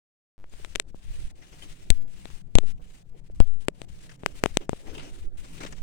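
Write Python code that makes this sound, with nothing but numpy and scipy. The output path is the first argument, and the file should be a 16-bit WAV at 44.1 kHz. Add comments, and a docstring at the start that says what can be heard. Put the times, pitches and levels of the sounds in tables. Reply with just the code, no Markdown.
"""Something moves through leaf litter, as in footsteps or dragging: rustle, grind, a low hum and crunching twigs.
The microphone is a handheld stereo recorder with a left and a right port; wind rumbles in both.
A finger keeps touching the left port: sharp pops, knocks of the case and three sealed thumps.
Litter and crunches are grainy noise in third-octave bands, wind is low-passed noise; touches are pressure
pulses, with clicks that ring resonators, and seals are leaking pressure steps. A gate briefly cuts the rustle."""
import sys
import numpy as np
from scipy import signal
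from scipy.io import wavfile
from scipy.ndimage import uniform_filter1d

SR = 44100
rng = np.random.default_rng(int(sys.argv[2]) if len(sys.argv) > 2 else 0)


def wav_record(signal):
    """Record a signal, one row per channel, as 16-bit PCM in the file named by sys.argv[1]."""
    frames = np.transpose(np.atleast_2d(signal))
    bounded = np.clip(frames, -1, 1)
    # unit amplitude maps onto the largest positive 16-bit level
    quanta = np.round(bounded * 32767).astype(np.int16)
    wavfile.write(sys.argv[1], SR, quanta)


def nominal_scale(level):
    """Amplitude ratio for a level in decibels (scalar or array-like)."""
    x = np.asarray(level, float) / 20
    return 10 ** x


N = 256662
RIGHT_LAG = 21   # samples by which shared sound reaches the right port after the left


def rms_one(x):
    """Scales to rms 1."""
    return x / np.sqrt(np.mean(x ** 2) + 1e-20)


def in_time(rows):
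    """Interpolates each column of a curve, whose first column is seconds, to every sample."""
    seconds, *columns = np.transpose(rows)
    return [np.interp(np.arange(N) / SR, seconds, column) for column in columns]


def at_hz(points, hz):
    """Reads a curve over frequency on a log axis."""
    curve_hz, values = np.transpose(points)
    return np.interp(np.log(hz), np.log(curve_hz), values)


def drift(rate_hz):
    """Slow random wander of spread 1: noise through two equal poles, made at a fortieth of the sample rate."""
    pole = np.exp(-2 * np.pi * rate_hz * 40 / SR)
    noise = rng.standard_normal(N // 40 + 2002)
    slow = signal.lfilter([1], [1, -2 * pole, pole * pole], noise)[2000:]   # skip the filter's run-in
    return np.interp(np.arange(N) / 40, np.arange(len(slow)), rms_one(slow))


def band(x, low_hz, high_hz):
    """Butterworth band-pass."""
    return signal.sosfilt(signal.butter(2, [low_hz, high_hz], "band", fs=SR, output="sos"), x)


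def low_pass(x, order, hz):
    """Butterworth low-pass."""
    return signal.sosfilt(signal.butter(order, hz, fs=SR, output="sos"), x)


def ring(clicks, hz, t60):
    """A two-pole resonator: a unit click starts a sine of height 1 that falls 60 dB in t60 seconds."""
    r, w = nominal_scale(-60 / (t60 * SR)), 2 * np.pi * hz / SR
    return signal.lfilter([0, np.sin(w)], [1, -2 * r * np.cos(w), r * r], clicks + 1e-18)


# How alike the litter sounds at the two ports. Each row: frequency in Hz, shared part of the power (0 to 1).
PORT_LIKENESS = [(100, 0.35), (350, .85), (1200, 0.49), (2600, 0.19), (4000, 0.043), (8600, 0.16),
                 (12000, .06)]
# How the litter leans to the left port. Each row: frequency in Hz, left level over right in dB.
LEFT_OVER_RIGHT = [(100, -11), (300, 1.5), (1300, 5.5), (4400, 5), (7800, 5.5), (9400, -5), (11000, -18),
                   (15000, 14.5)]


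def litter(spectrum, grain_db, patchy_db):
    """Dense uneven grains in third-octave bands; the shared part reaches the right port late. Right rms 1."""
    lows = 125 * 2 ** (np.arange(21) / 3)
    highs = np.append(lows[1:], 16000)
    grains = nominal_scale(grain_db * np.minimum(rng.exponential(1, N), 5))
    white = rng.standard_normal((2, 3, N)) * uniform_filter1d(grains, size=14)
    out = 0
    for k, (low, high) in enumerate(zip(lows, highs)):
        both, left, right = band(white[k % 2], low, high)   # neighbouring bands use separate noise
        hz = np.sqrt(low * high)
        alike = np.clip(at_hz(PORT_LIKENESS, hz), 0, 1)
        shared = np.array([both, np.roll(both, RIGHT_LAG)])
        pair = np.sqrt(alike) * shared + np.sqrt(1 - alike) * np.array([left, right])
        gain = nominal_scale(at_hz(spectrum, hz) + patchy_db * drift(10.9))
        out = out + gain * pair * [[nominal_scale(at_hz(LEFT_OVER_RIGHT, hz))], [1]]
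    return out / np.sqrt(np.mean(out[1] ** 2))


def hiss():
    """Faint steady noise, independent in the two channels."""
    return nominal_scale(-92) * band(rng.standard_normal((2, N)), 600, 8000)


# Wind at the ports. Each row: time in seconds, left level in dB, right level in dB, both before the gusts.
WIND_LEVELS = [(.4, -45.5, -48), (.7, -37.5, -49.5), (1.0, -39, -50.5), (1.25, -42.5, -32),
               (1.5, -45, -53.5), (1.9, -42, -39), (2.399, -38.5, -56), (2.8, -42, -43), (3.15, -46, -52),
               (3.35, -37, -38), (3.65, -44, -58), (3.95, -39, -41), (4.2, -47.5, -45), (4.5, -37, -41),
               (4.7, -40.5, -42.5), (5.0, -39.5, -41.5), (5.279, -42.5, -29.5), (5.55, -38, -48),
               (5.8, -44, -30.5)]


def wind():
    """Lumpy turbulence, its own in each port, falling steeply with pitch."""
    gust_db, gust_rate_hz = 4.5, 10
    pole = np.exp(-2 * np.pi * 4.96 / SR)
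    lumps = signal.lfilter([1], [1, -pole], rng.standard_normal((2, N)))
    lumps = low_pass(band(lumps, 3.74, 230), 1, 70)
    ports = []
    for level_db, turbulence in zip(in_time(WIND_LEVELS), lumps):
        ports.append(nominal_scale(level_db + gust_db * drift(gust_rate_hz)) * rms_one(turbulence))
    return np.array(ports)


# A metal part is struck. Each row: start in seconds, pitch in Hz, starting height at the left port in dB,
# time to fall 60 dB in seconds.
METAL_PINGS = [(1.623, 3106, -38, .07), (1.623, 9448, -50, .05), (.497, 7000, -52, .025)]


def pings():
    """Short rings of a struck metal part, later and weaker at the right port."""
    left = np.zeros(N)
    for start, hz, level_db, t60 in METAL_PINGS:
        click = np.arange(N) == round(start * SR)
        left += ring(nominal_scale(level_db) * click, hz, t60)
    return np.array([left, nominal_scale(-4.0) * np.roll(left, RIGHT_LAG)])


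# Modes of the recorder's case. Each row: pitch in Hz, gain in dB, time to fall 60 dB in seconds.
CASE_MODES = [(298, -21, 0.0033), (418, -2.3, 0.02), (587, -2, 0.016), (2210, -23, 0.0027)]
# Knocks on the case. Each row: start in seconds, left click in dB, right click in dB, both before the modes.
CASE_KNOCKS = [(.598, -42, -42), (0.649, -60, -53), (0.7529, -34.5, -37), (.7576, -24, -51),
               (0.7984, -25.5, -42), (1.9038, -20, -32), (2.256, -85, -42), (2.5549, -18.5, -31.5),
               (2.585, -35, -37), (2.634, -31.5, -34.5), (3.299, -39, -40), (3.4038, -24, -33.5),
               (3.684, -14, -47), (3.8182, -65, -39), (4.239, -39.5, -39), (4.2634, -30.5, -38),
               (4.437, -14, -40), (4.4619, -26, -52.5), (4.5703, -43.5, -33.5), (4.6962, -33, -42),
               (4.734, -29, -45)]


def knocks():
    """Each knock is a click that rings the modes of the case, heard in both ports."""
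    clicks = np.zeros((2, N))
    for start, left_db, right_db in CASE_KNOCKS:
        at = round(start * SR)
        clicks[0, at] = -nominal_scale(left_db)
        clicks[1, at + RIGHT_LAG] = -nominal_scale(right_db)
    rings = sum(nominal_scale(db) * ring(clicks, hz, t60) for hz, db, t60 in CASE_MODES)
    return band(rings, 220, 3600)


# The finger seals or frees the left port. Each row: time in seconds, signed pressure step in units of
# full scale before the leak, leak frequency in Hz, rise time in ms.
PORT_SEALS = [(1.9043, -0.82, 3.9, 1.1), (2.5547, 1.1, 4.0, 0.7), (3.4039, 1.13, 3.5, 0.6)]


def seals(damping=0.83):
    """A pressure step in the left port leaks away and swings back once, as a second-order high-pass does."""
    left = np.zeros(N)
    turn = np.sqrt(1 - min(damping, .99) ** 2)
    for start, step, leak_hz, rise_ms in PORT_SEALS:
        t = np.arange(N) / SR - start
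        rise = 1 / (1 + np.exp(-np.clip(t * 6000 / rise_ms, -30, 30)))
        phase = 2 * np.pi * leak_hz * np.maximum(t, 0)
        swing = np.cos(turn * phase) - damping / turn * np.sin(turn * phase)
        left += step * rise * np.exp(-damping * phase) * swing
    return np.array([left, np.zeros(N)])


# Resonances of the port cavity. Each row: pitch in Hz, bandwidth in Hz, gain in dB.
PORT_CAVITY = [(2106, 2360, 5.5), (3730, 1500, 3.5), (6240, 990, 0.5), (8160, 770, 3.5),
               (15300, 2600, -8.5)]
# Finger on the left port. Each row: start in seconds, suction in dB, suction width in ms, rebound in dB,
# strength of the dull crackle in dB, all before the filters.
FINGER_TOUCHES = [(.4419, -30, 0.094, -37.5, -48), (.538, -33, 0.3, -49, -38), (.648, -19, 0.085, -49, -22),
                  (0.7527, -33, 0.11, -43, -21), (0.7577, -2.5, 0.032, -48, -6),
                  (0.7989, -12.5, 0.079, -62, -5.5), (0.9453, -32, 0.32, -29, -60),
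                  (1.9035, -26.5, 0.6, -20, -2), (2.2556, -27.5, 0.24, -28, -25),
                  (2.5542, -44.5, 0.25, -37, -7.5), (2.5857, -2.5, 0.28, -11.5, -5),
                  (3.403, -64, 0.17, -42.5, -15), (3.684, -5.5, 0.14, -10, -8.5),
                  (3.8174, -28, 0.2, -24, -21.5), (4.2349, -34, 0.089, -21.5, -38),
                  (4.2617, 9, 0.044, -16.5, -12), (4.438, 0.5, 0.071, -5.5, -5),
                  (4.4596, -3.5, 0.17, -9, -12), (4.5714, -2, 0.28, -9.5, -2),
                  (4.694, -5.5, 0.31, -21.5, -16.5), (4.732, -10, 0.41, -39, -31.5)]


def finger():
    """Skin peels off the left port: suction, rebound and slips that ring the port; a trace reaches the right."""
    sharp_db, sharp_slope = -4.5, 1.3   # dB at full strength, dB per dB: sharp slips grow faster than dull ones
    air, slips = np.zeros(N), np.zeros((2, N))   # slips: dull row, sharp row
    ms = np.arange(-100, 400) * 1000 / SR
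    chance = rng.random((len(FINGER_TOUCHES), 8))
    for (start, suction_db, width, rebound_db, dull_db), draw in zip(FINGER_TOUCHES, chance):
        at = round(start * SR)
        suction = np.exp(np.where(ms < 0, ms / (1.01 * width), -(ms / width) ** 2))
        late = np.maximum(ms - width, 0) / (.35 + .9 * width)   # wider suction rebounds more slowly
        rebound = late * np.exp((1 - late ** 1.2) / 1.2)   # peaks at 1
        air[at - 100:at + 400] += nominal_scale(rebound_db) * rebound - nominal_scale(suction_db) * suction
        # four slips within a millisecond, the last one strongest
        when = at - (np.append(draw[:3], 0) * .0006 * SR).astype(int)
        weaker_db = 7.7 * np.append(draw[4:7] + 0.81, 0)
        for row, db in zip(slips, (dull_db, sharp_db + sharp_slope * dull_db)):
            np.add.at(row, when, -nominal_scale(db - weaker_db))
    dull, sharp = signal.lfilter([1, 1], [2], slips)   # skin is a soft striker
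    crackle = np.zeros(N)
    for k, (hz, width_hz, db) in enumerate(PORT_CAVITY):
        strike = sharp if hz > 5000 else dull
        t60 = np.log(1000) / (np.pi * width_hz)
        crackle += nominal_scale(db) * (-1) ** k * ring(strike, hz, t60)
    crackle = band(crackle, 1700, 13000)
    left = crackle + low_pass(air, 2, 6000)
    right = nominal_scale(-40.0) * np.roll(band(crackle, 2000, 12000), RIGHT_LAG)
    return np.array([left, right])


# Spectrum of snapping twigs and cones. Each row: frequency in Hz, relative band level in dB.
SNAP_SPECTRUM = [(900, -5), (1700, -0.5), (2300, -2), (3000, -1.5), (4200, -11.5), (5600, -4), (7000, -13),
                 (8600, -9), (10500, -32), (16000, -43)]
# Spectrum of grinding dirt, also the dull part of a crunch. Each row: frequency in Hz, relative band level in dB.
GRIND_SPECTRUM = [(150, -45.5), (250, 5), (400, -1.5), (700, -7), (1200, -20.5), (2500, -30.5), (6000, -36)]
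# Twigs and cones crushed. Each row: start in seconds, top of the bright swell in dB, length in ms (the top
# comes after a third of it), dull part in dB over the bright.
CRUSHES = [(1.4147, -58, 33, -23), (1.5238, -56.5, 22, 1.5), (1.62, -54, 36, 0), (2.3018, -49.5, 2.4, 7),
           (4.092, -51.5, 11, -9), (4.113, -54.5, 12, -17), (4.6037, -59, 36, 13.5), (4.865, -55, 37, 10.5),
           (4.8936, -56.5, 24, -14), (4.948, -45, 12.3, 3.5), (4.9776, -45.5, 14, -0.5),
           (4.9925, -47, 26, -13), (5.017, -52.5, 63, 1), (5.443, -52.5, 17, -14), (5.577, -51, 14, -13),
           (5.6034, -42.5, 21.8, 1), (5.6312, -43, 14, 3.5), (5.6478, -40.5, 6.4, 4.5),
           (5.6605, -41, 16.4, -19), (5.7234, -43.5, 10.4, 1), (5.7795, -53, 11.5, -4)]


def crunches():
    """Each crush is a quick swell of coarse grains, bright and dull, that then dies away."""
    bright, dull, t = np.zeros(N), np.zeros(N), np.arange(N) / SR
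    for start, swell_db, length_ms, dull_db in CRUSHES:
        u = np.clip((t - start) * 1000 / length_ms * 3, 0, 30)
        swell = nominal_scale(swell_db) * u * np.exp(1 - u)
        bright += swell
        dull += swell * nominal_scale(dull_db)
    snaps = bright * litter(SNAP_SPECTRUM, grain_db=2.5, patchy_db=3.5)
    return snaps + dull * litter(GRIND_SPECTRUM, grain_db=3.0, patchy_db=0.5)


# Spectrum of leaf rustle. Each row: frequency in Hz, relative band level in dB.
RUSTLE_SPECTRUM = [(700, -0.5), (1400, -2), (2900, 1), (4100, -3.5), (6400, -3.5), (8200, -5.5),
                   (9400, 3.5), (10900, -10), (15100, -11.5), (16000, -21)]
# Leaf rustle. Each row: time in seconds, level in dB before the clumps.
RUSTLE_LEVELS = [(.4, -78.5), (.6, -55.5), (.9, -68.5), (1.2, -56.5), (1.38, -65), (1.55, -57.5),
                 (1.9, -62), (2.07, -66), (2.3, -55.5), (2.52, -71), (2.7, -56), (2.8, -69), (2.95, -60.5),
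                 (3.22, -69.5), (3.58, -63.5), (3.72, -68), (3.82, -64), (4.1, -59), (4.2, -64.5),
                 (4.32, -59), (4.5, -58), (4.65, -64.5), (4.82, -58), (5.1, -59), (5.35, -62.5),
                 (5.55, -55.5), (5.8, -59.5)]
# A noise gate cuts the rustle. Each row: start in seconds, length in seconds.
GATE_CUTS = [(0.826, 0.059), (0.91, 0.041), (1.315, 0.04), (1.985, 0.024), (2.036, 0.041), (2.419, 0.062),
             (2.481, 0.08), (2.724, 0.054), (2.784, .03), (3.029, 0.066), (3.099, 0.068), (3.202, 0.038),
             (3.283, 0.027), (3.324, 0.021), (3.408, .021), (3.48, 0.058), (3.545, 0.06), (3.657, 0.013),
             (3.705, 0.042), (3.85, 0.034), (4.162, 0.031), (4.657, 0.04), (5.263, 0.058), (5.311, 0.061)]
# Low sound of the ground. Each row: time in seconds, dirt grind in dB, hum in dB, both before their wander.
GROUND_LEVELS = [(.4, -71.5, -80), (.6, -65.5, -63), (.85, -69, -66), (1.05, -65.5, -62.5),
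                 (1.35, -64.5, -63), (1.65, -63.5, -59.5), (2.0, -65.5, -57.5), (2.3, -65, -56),
                 (2.7, -65.5, -55), (2.95, -65.5, -62), (3.3, -68.5, -55.5), (3.75, -64.5, -56),
                 (4.2, -60.5, -57), (4.5, -56, -61), (4.62, -71, -59), (4.8, -58, -69), (5.0, -50, -50),
                 (5.27, -62, -71.5), (5.55, -57.5, -49.5), (5.8, -60, -51.5)]


def ground():
    """Leaves rustle in clumps, briefly cut by a noise gate; dirt grinds and a low hum lies below."""
    cut_db, return_db_per_s = -89.5, 234   # each cut starts at this level and creeps up until it ends
    (rustle_db,), (grind_db, hum_db) = in_time(RUSTLE_LEVELS), in_time(GROUND_LEVELS)
    for start, length in GATE_CUTS:
        back_db = cut_db + return_db_per_s * np.arange(round(length * SR)) / SR
        rustle_db[round(start * SR):][:len(back_db)] = back_db
    clumps = nominal_scale(2.7 * drift(26) + 0.43 * drift(90))
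    rustle = uniform_filter1d(nominal_scale(rustle_db), size=300) * clumps
    leaves = rustle * litter(RUSTLE_SPECTRUM, grain_db=3.0, patchy_db=1.0)
    lumps_db = 2.5 * drift(25)
    dirt = nominal_scale(grind_db + lumps_db) * litter(GRIND_SPECTRUM, grain_db=5.5, patchy_db=3.0)
    hum = rms_one(band(rng.standard_normal(N), 114.3, 182))
    return leaves + dirt + nominal_scale(hum_db + 1.2 * drift(1.7)) * hum


def scene():
    """All sources at the two ports; sound from the forest floor is weakened above about 10 kHz."""
    forest_floor = ground() + crunches()
    top = signal.sosfilt(signal.cheby1(6, 1, 10300, "high", fs=SR, output="sos"), forest_floor)
    body = signal.sosfilt(signal.cheby1(6, 1, 9900, fs=SR, output="sos"), forest_floor)
    forest_floor = body + nominal_scale(-6.5) * top
    return forest_floor + wind() + finger() + knocks() + seals() + pings() + hiss()


def top_cut(x):
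    """Nothing passes above the cut-off."""
    return signal.sosfilt(signal.butter(12, 16560, fs=SR, output="sos"), x)


def record(dry):
    """The input opens in 10 ms steps while an offset settles; overload is cut flat, the top is cut off."""
    start_s, step_s = .38, .01
    t = np.arange(N) / SR - start_s
    offset = 0.026 * np.exp(-(np.maximum(t, 0) / 0.095) ** 2) * nominal_scale([[0], [-2.5]])
    opening = np.clip((np.floor(t / step_s) + 1) / 6.5, 0, 1)
    mix = np.clip((dry + offset) * opening, -.975, .975)
    mix = signal.sosfilt(signal.cheby2(14, 50, 17000, fs=SR, output="sos"), mix)
    return top_cut(mix)


dry = scene()
out = record(dry)
wav_record(out)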